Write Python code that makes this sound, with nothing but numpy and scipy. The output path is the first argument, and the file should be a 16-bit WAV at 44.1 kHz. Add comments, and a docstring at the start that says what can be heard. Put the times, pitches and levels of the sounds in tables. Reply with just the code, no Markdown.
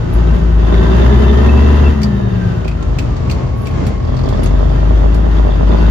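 """In the cab of a moving truck with a six-cylinder diesel engine and open, upright exhaust pipes.
It speeds up through a gear, coasts with the foot off the pedal, then labours away from low revs.
Each firing of a cylinder booms in the cab, cracks out of the pipes and clatters in the engine.
Gears whine, tyres and wind rush, loose fittings rattle, and a thin whistle tops the first pull."""
import sys
import numpy as np
from scipy import signal
from scipy.fft import rfft, irfft, next_fast_len
from scipy.io import wavfile
from scipy.ndimage import uniform_filter1d

SR = 44100
rng = np.random.default_rng(int(sys.argv[2]) if len(sys.argv) > 2 else 0)


def pcm_store(signal):
    """Save signal as 16-bit PCM."""
    levels = np.round(np.clip(np.atleast_2d(signal), -1, 1) * 32767)
    wavfile.write(sys.argv[1], SR, levels.astype(np.int16).T)


N = 260190
T = np.arange(N) / SR
TOP_HZ = 15600  # upper edge of the treble


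def undb(db):
    """Turn decibels into a number to multiply by."""
    return 10 ** (np.asarray(db) / 20)


def curve(rows):
    """Join (time, value) points with straight lines."""
    return np.interp(T, *np.transpose(rows))


def unit(x):
    """Scale a signal to an average (rms) size of 1."""
    return x / np.sqrt(np.mean(x ** 2))


def wander(per_second):
    """A smooth random wobble of size 1."""
    hold = int(SR / per_second)
    steps = np.repeat(rng.standard_normal(N // hold + 1), hold)
    return unit(uniform_filter1d(uniform_filter1d(steps, hold), hold)[:N])


def colour(x, points):
    """Shape bass and treble to follow (frequency, level) points."""
    size = next_fast_len(N + 8192)
    size += size % 2
    hz, db = np.transpose(points)
    bins_hz = np.maximum(np.arange(size // 2 + 1) * SR / size, 1)
    cepstrum = irfft(np.log(undb(np.interp(np.log(bins_hz), np.log(hz), db))))
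    # fold it so that the filter rings only after a sound, never before
    cepstrum[1:size // 2] *= 2
    cepstrum[size // 2 + 1:] = 0
    return irfft(rfft(x, size) * np.exp(rfft(cepstrum)))[..., :N]


def resonance(x, hz, width):
    """Keep the part of a sound near one pitch; a narrow width rings longer."""
    return signal.lfilter(*signal.iirpeak(hz, hz / width, fs=SR), x)


def rings(x, table):
    """Let a sound ring an object at each of its own pitches."""
    return sum(undb(db) * resonance(x, hz, width) for hz, width, db in table)


def pan(db):
    """Make the left ear this many decibels louder than the right."""
    return undb(np.array([[db], [-db]]) / 2)


def wide_noise(above_hz):
    """Noise that is alike in both ears in the bass and differs higher up."""
    middle, side = rng.standard_normal((2, N))
    side = signal.sosfilt(signal.butter(2, above_hz, "high", fs=SR, output="sos"), side)
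    return np.array([middle + side, middle - side]) / np.sqrt(2)


def cab_echo(x, fade_s, echo_db):
    """Add quick echoes off glass and trim, different in each ear."""
    age = np.arange(SR // 5) / SR
    tail = rng.standard_normal((2, len(age))) * np.exp(-np.log(1000) * age / fade_s)
    tail /= np.sqrt(np.sum(tail ** 2, axis=1, keepdims=True))
    return x + undb(echo_db) * signal.fftconvolve(x, tail, axes=1)[:, :N]


def engine_tones(firings, table, waver, swell_db):
    """Wavering tones, each at the nearest sixth-step of the firing rate (six cylinders)."""
    out = np.zeros((2, N))
    for multiple, db in table:
        angle = 2 * np.pi * (np.round(multiple * 6) / 6 * firings + rng.random()) + waver * wander(14)
        ear_shift = np.array([[1], [-1]]) * min(0.023 * multiple ** 2, .8) * rng.choice([-1, 1])
        out += undb(db + swell_db * wander(9)) * np.sin(angle + ear_shift)
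    return out


def effort(pedal, hz, coast_db, pedal_db, octave_db):
    """Loudness: coast_db at cruising revs, plus pedal_db at full pedal and octave_db per doubling."""
    cruise_hz = 55
    return undb(coast_db + pedal_db * pedal + octave_db * np.log2(hz / cruise_hz))


# firings that crack out above the rest: t/s, level/dB
HARD_FIRINGS = [(.726, -1.5), (1.453, -4), (1.54, -1), (2.203, -8), (2.274, -8.5), (2.656, -7), (4.093, -7),
                (4.142, -6), (4.258, -8), (4.279, -4.5), (4.326, -3.5), (4.348, -5), (4.394, -2),
                (4.463, -5), (4.54, -6.5), (4.609, -5), (4.63, -2), (4.79, -6), (4.831, -5), (4.909, -1.5),
                (5.021, -7), (5.042, -3), (5.061, -2.5), (5.153, -8), (5.193, -6), (5.245, -6), (5.267, -4),
                (5.397, -2.5), (5.451, -5), (5.471, -2), (5.492, -2.5), (5.611, -2.5), (5.632, -1.5),
                (5.707, -2), (5.728, -3.5), (5.747, 1), (5.821, -6)]
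# tone colour of one crack: f/Hz, level/dB
CRACK_COLOUR = [(40, -31.5), (130, -11), (235, 7.5), (320, -0.5), (400, 4), (500, 1), (600, 3.5),
                (700, -7.5), (800, 0), (920, -4.5), (1150, -7), (1450, -21), (2200, -36), (5000, -55),
                (14000, -84.5)]
# ringing a crack leaves in the pipe: f/Hz, width/Hz, level/dB
CRACK_RINGS = [(224, 30, -0.5), (398, 31, -4.5), (612, 55, 2)]

def cracks(firings, strength):
    """Each firing cracks out of the pipe; the right ear hears it directly, the left more as echo."""
    count = int(firings[-1])
    timing, force = rng.standard_normal((count, 2)).T
    cylinder_db = np.resize([0.9, -1.5, -0.33, -1.7, 1.3, -2.3], count)
    starts = np.interp(np.arange(count) + 0.172 + 0.018 * timing, firings, np.arange(N)).astype(int)
    sizes = strength[starts] * undb(cylinder_db + 1.4 * force)
    for s, db in HARD_FIRINGS:
        nearest = np.argmin(np.abs(starts - s * SR))
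        starts[nearest], sizes[nearest] = int(s * SR), undb(db)
    pulses = np.zeros(N)
    pulses[starts] = sizes
    # the pipe smears each sharp click into a short ripple
    click = signal.unit_impulse(N)
    ripple = colour(click - 2 * resonance(click, hz=685, width=900), CRACK_COLOUR)[:SR // 20]
    ripple = ripple + rings(ripple, CRACK_RINGS)
    peak = np.argmax(np.abs(ripple))
    direct = np.tile(signal.fftconvolve(pulses, ripple / ripple[peak])[peak:peak + N], (2, 1))
    walls = cab_echo(direct, fade_s=0.097, echo_db=-13) - direct
    return direct * np.array([[-undb(-11.5)], [1]]) + walls


# tone colour of the rushing exhaust gas: f/Hz, level/dB
ROAR_COLOUR = [(20, -33), (60, -14), (130, -5.5), (230, 1), (310, -6), (390, 5), (480, -8.5), (630, -5.5),
               (760, -11.5), (1000, -7.5), (1400, -30.5), (2000, -38.5), (4000, -48), (15000, -87.5)]

def roar(firings):
    """Gas rushes out behind every crack and fills the gaps."""
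    puffs = .5 + np.exp(-((firings - .17) % 1) / .3)
    return unit(colour(wide_noise(above_hz=300) * puffs, ROAR_COLOUR)) * pan(-1.6)


# tones that sing in the pipes: multiple of the firing rate, level/dB
PIPE_TONES = [(3, 0), (10 / 3, 0.76), (7 / 2, -5.5), (4, -0.52), (5, -4.5), (16 / 3, 0), (11 / 2, -6),
              (35 / 6, -8), (37 / 6, -8.5), (19 / 3, -1.1), (13 / 2, -1.5)]
# the pipes' own pitches: f/Hz, width/Hz, level/dB
PIPE_RINGS = [(176.7, 18, -4), (227.1, 23.6, 2), (282, 27, -5), (362, 27, -2), (412, 17, -2.5),
              (596, 150, 0)]

def blare(firings):
    """The open pipes sing like horns as engine tones pass their pitches."""
    gas = engine_tones(firings, PIPE_TONES, waver=.08, swell_db=1.3)
    return unit(undb(-13) * gas + rings(gas, PIPE_RINGS)) * pan(-0.88)


# loudness of the boom in the cab: t/s, level/dB
BOOM_LEVEL = [(0, -16.5), (.125, -28), (.16, -8), (.66, -9), (.78, -7.5), (.86, -9.5), (.98, -7.5),
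              (1.9, -6.5), (1.96, -16), (2.48, -24), (2.62, -16), (3.05, -18.5), (3.2, -28), (3.9, -35),
              (4.1, -20), (4.42, -15.5), (4.47, -11), (5.2, -8.5), (5.6, -10.5), (5.85, -7.5)]

def boom(firings):
    """The firings pump the cab air as one nearly pure, slightly throbbing note."""
    throb_db = .5 * wander(25) + .5 * np.sin(2 * np.pi * firings / 6)
    return np.sqrt(2) * np.sin(2 * np.pi * firings) * undb(curve(BOOM_LEVEL) + throb_db) * pan(2.8)


# low tones of the uneven cylinders: multiple of the firing rate, level/dB
DRONE_TONES = [(4 / 3, -4), (3 / 2, -3), (5 / 3, -4), (11 / 6, -2.5), (2, 0), (5 / 2, -4.5), (17 / 6, -7),
               (3, -3.5)]
# the cab air's own pitches: f/Hz, width/Hz, level/dB
CAB_RINGS = [(69, 6.4, -3.5), (81.7, 8.7, 4.5), (119, 17, 4), (175, 26, 2)]
# loudness of the drone: t/s, level/dB
DRONE_LEVEL = [(0, -18.5), (1.85, -17.5), (2, -24), (2.6, -20.5), (3.55, -17.5), (3.8, -20.5),
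               (4.05, -17.5), (4.6, -16), (4.8, -17), (5.9, -19)]

def drone(firings):
    """Low engine tones shake the cab and swell as they pass its pitches."""
    shake = engine_tones(firings, DRONE_TONES, waver=0.22, swell_db=3)
    return unit(undb(-6.5) * shake + rings(shake, CAB_RINGS)) * undb(curve(DRONE_LEVEL)) * pan(3.4)


# ringing of the engine block and covers: f/Hz, width/Hz, level/dB
COVER_RINGS = [(2710, 17, 3.5), (3065, 50, -0.5), (4720, 84, 2)]
# tone colour of the clatter: f/Hz, level/dB
CLATTER_COLOUR = [(500, -4.5), (1000, 9), (1400, 8), (1850, 6), (2300, -4.5), (2750, -0.5), (3400, -2),
                  (4800, -11.5), (6800, -12.5), (8500, -45.5), (10500, -19), (12500, -26.5), (15500, -37)]

def clatter(firings):
    """Burning fuel and valves hiss in a burst on every firing and ring the engine covers."""
    bursts = 1 + 0.6 * np.exp(-((firings - 1 / 4) % 1) / 0.76) * undb(3.5 * wander(70))
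    hiss = rng.standard_normal((2, N)) * bursts * undb(0.42 * wander(15))
    in_cab = cab_echo(hiss + rings(hiss, COVER_RINGS), fade_s=0.061, echo_db=-2.5)
    return unit(colour(in_cab, CLATTER_COLOUR)) * pan(1.8)


# ringing of the engine block at half pedal: f/Hz, width/Hz, level/dB
BLOCK_RINGS = [(1833, 400, -3.5), (3380, 300, -1.5)]

def block_ring(firings, pedal):
    """Every firing knocks on the engine block, which rings higher the harder it is driven."""
    blows = np.exp(-((firings - 1 / 4) % 1) / 0.72) * undb(3.5 * wander(60))
    pitch_rise = .11  # share gained from no pedal to full
    ring_time = np.cumsum(1 + pitch_rise * (pedal - .5)) / SR
    out = 0
    for hz, width, db in BLOCK_RINGS:
        push = (rng.standard_normal((2, N)) + 1j * rng.standard_normal((2, N))) * blows
        slow_noise = signal.lfilter(*signal.butter(2, width / 2, fs=SR), push)
        out += undb(db) * unit(np.real(slow_noise * np.exp(2j * np.pi * hz * ring_time)))
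    return out * pan(1.1)


# gear pairs: teeth per firing, waver/rad, (coast/dB, pedal/dB, octave/dB) as in effort()
GEAR_PAIRS = [(26.27, 0.3, (-48, -13.5, 0)), (51.9, 0.98, (-71.5, -5.5, -28.5)),
              (27.07, 0.55, (-62, 19.5, 0)), (46.85, 0.46, (-70.5, 15, 17))]
# the gearbox's own pitches: f/Hz, width/Hz, level/dB
GEARBOX_RINGS = [(1116.8, 50, 7.5), (1566, 34, 7.5), (1830, 180, 4.5), (2100, 26, 12), (3070, 90, 6)]

def gears(firings, pedal, hz):
    """Meeting teeth whine, some when coasting, some when pulling, and ring the gearbox."""
    whine = np.zeros((2, N))
    for teeth, waver, levels in GEAR_PAIRS:
        angle = 2 * np.pi * teeth * firings + waver * wander(35) + .38 * wander(170)
        gain = np.sqrt(2) * effort(pedal, hz, *levels)
        for ear in range(2):
            whine[ear] += gain * np.sin(angle + .5 * wander(22)) * undb(2.5 * wander(30))
    return whine + rings(whine, GEARBOX_RINGS)


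# tone colour of tyres and wind: f/Hz, level/dB
ROAD_COLOUR = [(20, -21), (35, -15), (50, 8.5), (75, -6), (130, 0.5), (200, -7.5), (400, -16),
               (1000, -26.5), (4000, -44.5), (7000, -49.5), (15000, -104)]

def road():
    """Tyres rumble through the frame and wind rushes along the cab."""
    rush = wide_noise(above_hz=217) * undb(2.4 * wander(8.3))
    return unit(colour(rush, ROAD_COLOUR)) * undb(-19) * pan(1)


def buzz(firings, strength):
    """A labouring engine shakes the loose fittings on every firing."""
    shake = strength * np.exp(-(firings % 1) / 0.29) * undb(3.9 * wander(30))
    return resonance(rng.standard_normal((2, N)) * shake, hz=4730, width=1400)


# jingles of small metal, perhaps keys: t/s, level/dB, swell/s
JINGLES = [(.128, -42, .011), (.33, -57, .028), (3.55, -52, .045)]
# ringing of that metal: f/Hz, width/Hz, level/dB
JINGLE_RINGS = [(10730, 500, -1), (12600, 1300, -10), (15020, 120, -1)]

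def jingles():
    """Small metal parts shiver together: a swell of tiny taps with very high rings."""
    swell = shimmer = 0
    for s, db, swell_s in JINGLES:
        age = np.maximum(T - s, 0) / swell_s
        swell += undb(db) * age * np.exp(1 - age)
    taps = rng.standard_normal((2, N)) * undb(4 * wander(400))
    for hz, width, db in JINGLE_RINGS:
        shimmer += undb(db) * resonance(resonance(taps, hz, width), hz, width)
    return swell * unit(shimmer)


# one whistle at the top of the pull, a faint falling one after it; a list each: t/s, f/Hz, level/dB
WHISTLES = [
    [(1.47, 2576, -62), (1.495, 2610, -30), (1.52, 2637, -41), (1.585, 2660, -30.5), (1.61, 2700, -44),
     (1.66, 2680, -38), (1.82, 2750, -44), (1.868, 2686, -26.5), (1.91, 2660, -50), (1.97, 2630, -59)],
    [(2.05, 3830, -62), (2.17, 3750, -52), (2.65, 3502, -64)],
]

def whistle(rows):
    """A thin, fluttering whistle, probably the turbo."""
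    s, hz, db = np.transpose(rows)
    angle = 2 * np.pi * np.cumsum(np.interp(T, s, hz)) / SR + .8 * wander(110)
    gain = undb(np.interp(T, s, db)) * (T > s[0]) * (T < s[-1])
    return np.sqrt(2) * np.sin(angle) * gain * undb(2.8 * wander(80)) * pan(2.5)


# tones of ragged firing: multiple of the firing rate, level/dB
BURBLE_TONES = [(5 / 6, -8), (5 / 3, -1), (11 / 6, 0.9), (2.3, -9), (13 / 6, -6), (3, -1.2)]

def burble(firings, pedal, hz):
    """With the foot off at high revs the cylinders fire raggedly, in a lumpy burble."""
    foot_off = np.clip(2 - pedal / 0.17, 0, 1)
    high_revs = np.clip((hz - 56.5) / 2, 0, 1)
    lumps = unit(engine_tones(firings, BURBLE_TONES, waver=0.29, swell_db=3.5))
    return lumps * foot_off * high_revs * undb(-17) * pan(3.2)


# knocks of loose fittings: t/s, level/dB, ring f/Hz, relative ring level/dB, decay/s
KNOCKS = [(2.017, -24, 4720, -6, 0.0032), (2.031, -20.5, 4740, 0, 0.0049), (2.645, -36, 2510, 3, .009),
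          (2.678, -30, 2480, 3, 0.0065), (2.713, -38, 2500, 7, 0.0061), (2.825, -30.5, 6360, -1, 0.0051),
          (2.986, -20.5, 2560, -1, 0.0065), (3.165, -34, 3218, -11, 0.0073), (3.297, -26, 2591, 3, 0.0053),
          (3.311, -20, 4350, -5, 0.0048), (3.655, -34, 2610, -5, 0.0098), (3.669, -24.5, 2580, 1.5, 0.0043),
          (3.866, -26, 10300, 5, .007), (4.287, -30, 3423, -7, 0.0078), (4.432, -25, 10500, 11.5, .008),
          (4.458, -24.5, 6460, -5, 0.0061), (5.144, -29.5, 10500, 4.5, 0.0062)]
# tone colour of metal ticking on metal: f/Hz, level/dB
TICK_COLOUR = [(1000, -11), (2100, 3.5), (2700, 0.5), (4500, 2), (7500, -5), (10500, -18.5), (12500, -12),
               (15500, -28.5)]

def rattles(buzzing):
    """Over their buzz, loose fittings knock, bounce three times and ring at their own pitches."""
    attack_s, bounce_gap_s = 0.0008, .026
    out = buzzing.copy()
    age = np.arange(SR // 6) / SR
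    for s, db, ring_hz, ring_db, decay_s in KNOCKS:
        bounces_s = np.cumsum(bounce_gap_s * (.5 + rng.random(size=3)))
        hits = 0
        for delay_s, hit_db in zip([0, *bounces_s], [0, -18, -24, -30]):
            since = np.maximum(age - delay_s, 0)
            hits += undb(hit_db) * (1 - np.exp(-since / attack_s)) * np.exp(-since / decay_s)
        taps = rng.standard_normal((2, len(age))) * undb(db) * hits
        ring = undb(ring_db + 15.5) * resonance(taps, ring_hz, width=127)
        top_hz = 7900 if db < -30 else TOP_HZ  # soft knocks are duller
        tick = signal.sosfilt(signal.butter(3, top_hz, fs=SR, output="sos"), taps)
        start = int(s * SR)
        out[:, start:start + len(age)] += tick + ring
    chatter = out * undb(1.16 * wander(600))
    return cab_echo(undb(3) * colour(chatter, TICK_COLOUR), fade_s=0.09, echo_db=-1.5)


# engine speed (revs) as firings per second: t/s, f/Hz
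FIRING_RATE = [(0.0, 55.5), (0.35, 56.9), (0.72, 53.95), (0.9, 59.57), (1.1, 63.24), (1.35, 66.19),
               (1.6, 71.15), (1.78, 73.08), (1.93, 72.92), (2.2, 65.35), (2.52, 57.95), (3.05, 46.8),
               (3.36, 40.5), (3.62, 42.64), (3.86, 39.46), (4.07, 42.39), (4.4, 44.3), (4.62, 48.56),
               (4.9, 52.06), (5.22, 53.98), (5.4, 53.3), (5.55, 49.39), (5.72, 53.2), (5.9, 55.49)]
# the driver's foot: t/s, pedal (0 = off, 1 = floored)
PEDAL = [(0, 0), (.125, 0.24), (.16, 0.5), (.55, 0.34), (.72, 1), (1, 1), (1.88, 0.64), (1.96, 0.12),
         (2.5, 0.05), (3.95, 0), (4.15, 0.58), (4.45, 0.72), (5.25, 0.5), (5.46, 0.7), (5.57, 0.61),
         (5.73, 0.97), (5.9, 0.89)]

def scene():
    """One turning engine times all its sounds; pedal and revs set how loud most of them are."""
    hz, pedal = curve(FIRING_RATE), np.clip(curve(PEDAL), 0, 1)
    firings = np.cumsum(hz) / SR  # counts up by one at each firing
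    exhaust = cracks(firings, effort(pedal, hz, coast_db=-16, pedal_db=8.6, octave_db=-4))
    exhaust += roar(firings) * effort(pedal, hz, coast_db=-34, pedal_db=12.8, octave_db=12)
    exhaust += blare(firings) * effort(pedal, hz, coast_db=-30, pedal_db=12.43, octave_db=10.34)
    cab = boom(firings) + drone(firings)
    engine = clatter(firings) * effort(pedal, hz, coast_db=-38, pedal_db=9.3, octave_db=13.3)
    engine += block_ring(firings, pedal) * effort(pedal, hz, coast_db=-60.5, pedal_db=22, octave_db=0)
    rolling = gears(firings, pedal, hz) + road()
    buzzing = buzz(firings, effort(pedal, hz, coast_db=-54.5, pedal_db=14, octave_db=-35.5))
    cab += jingles()
    engine += sum(whistle(rows) for rows in WHISTLES)
    exhaust += burble(firings, pedal, hz)
    return exhaust + cab + engine + rolling + rattles(buzzing)


def record(dry):
    """Round off the tallest peaks and cut the highest treble."""
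    hardness = 8
    rounded = dry / (1 + np.abs(dry) ** hardness) ** (1 / hardness)
    return signal.sosfilt(signal.ellip(8, .2, 70, TOP_HZ, fs=SR, output="sos"), rounded)


dry = scene()
out = record(dry)
pcm_store(out)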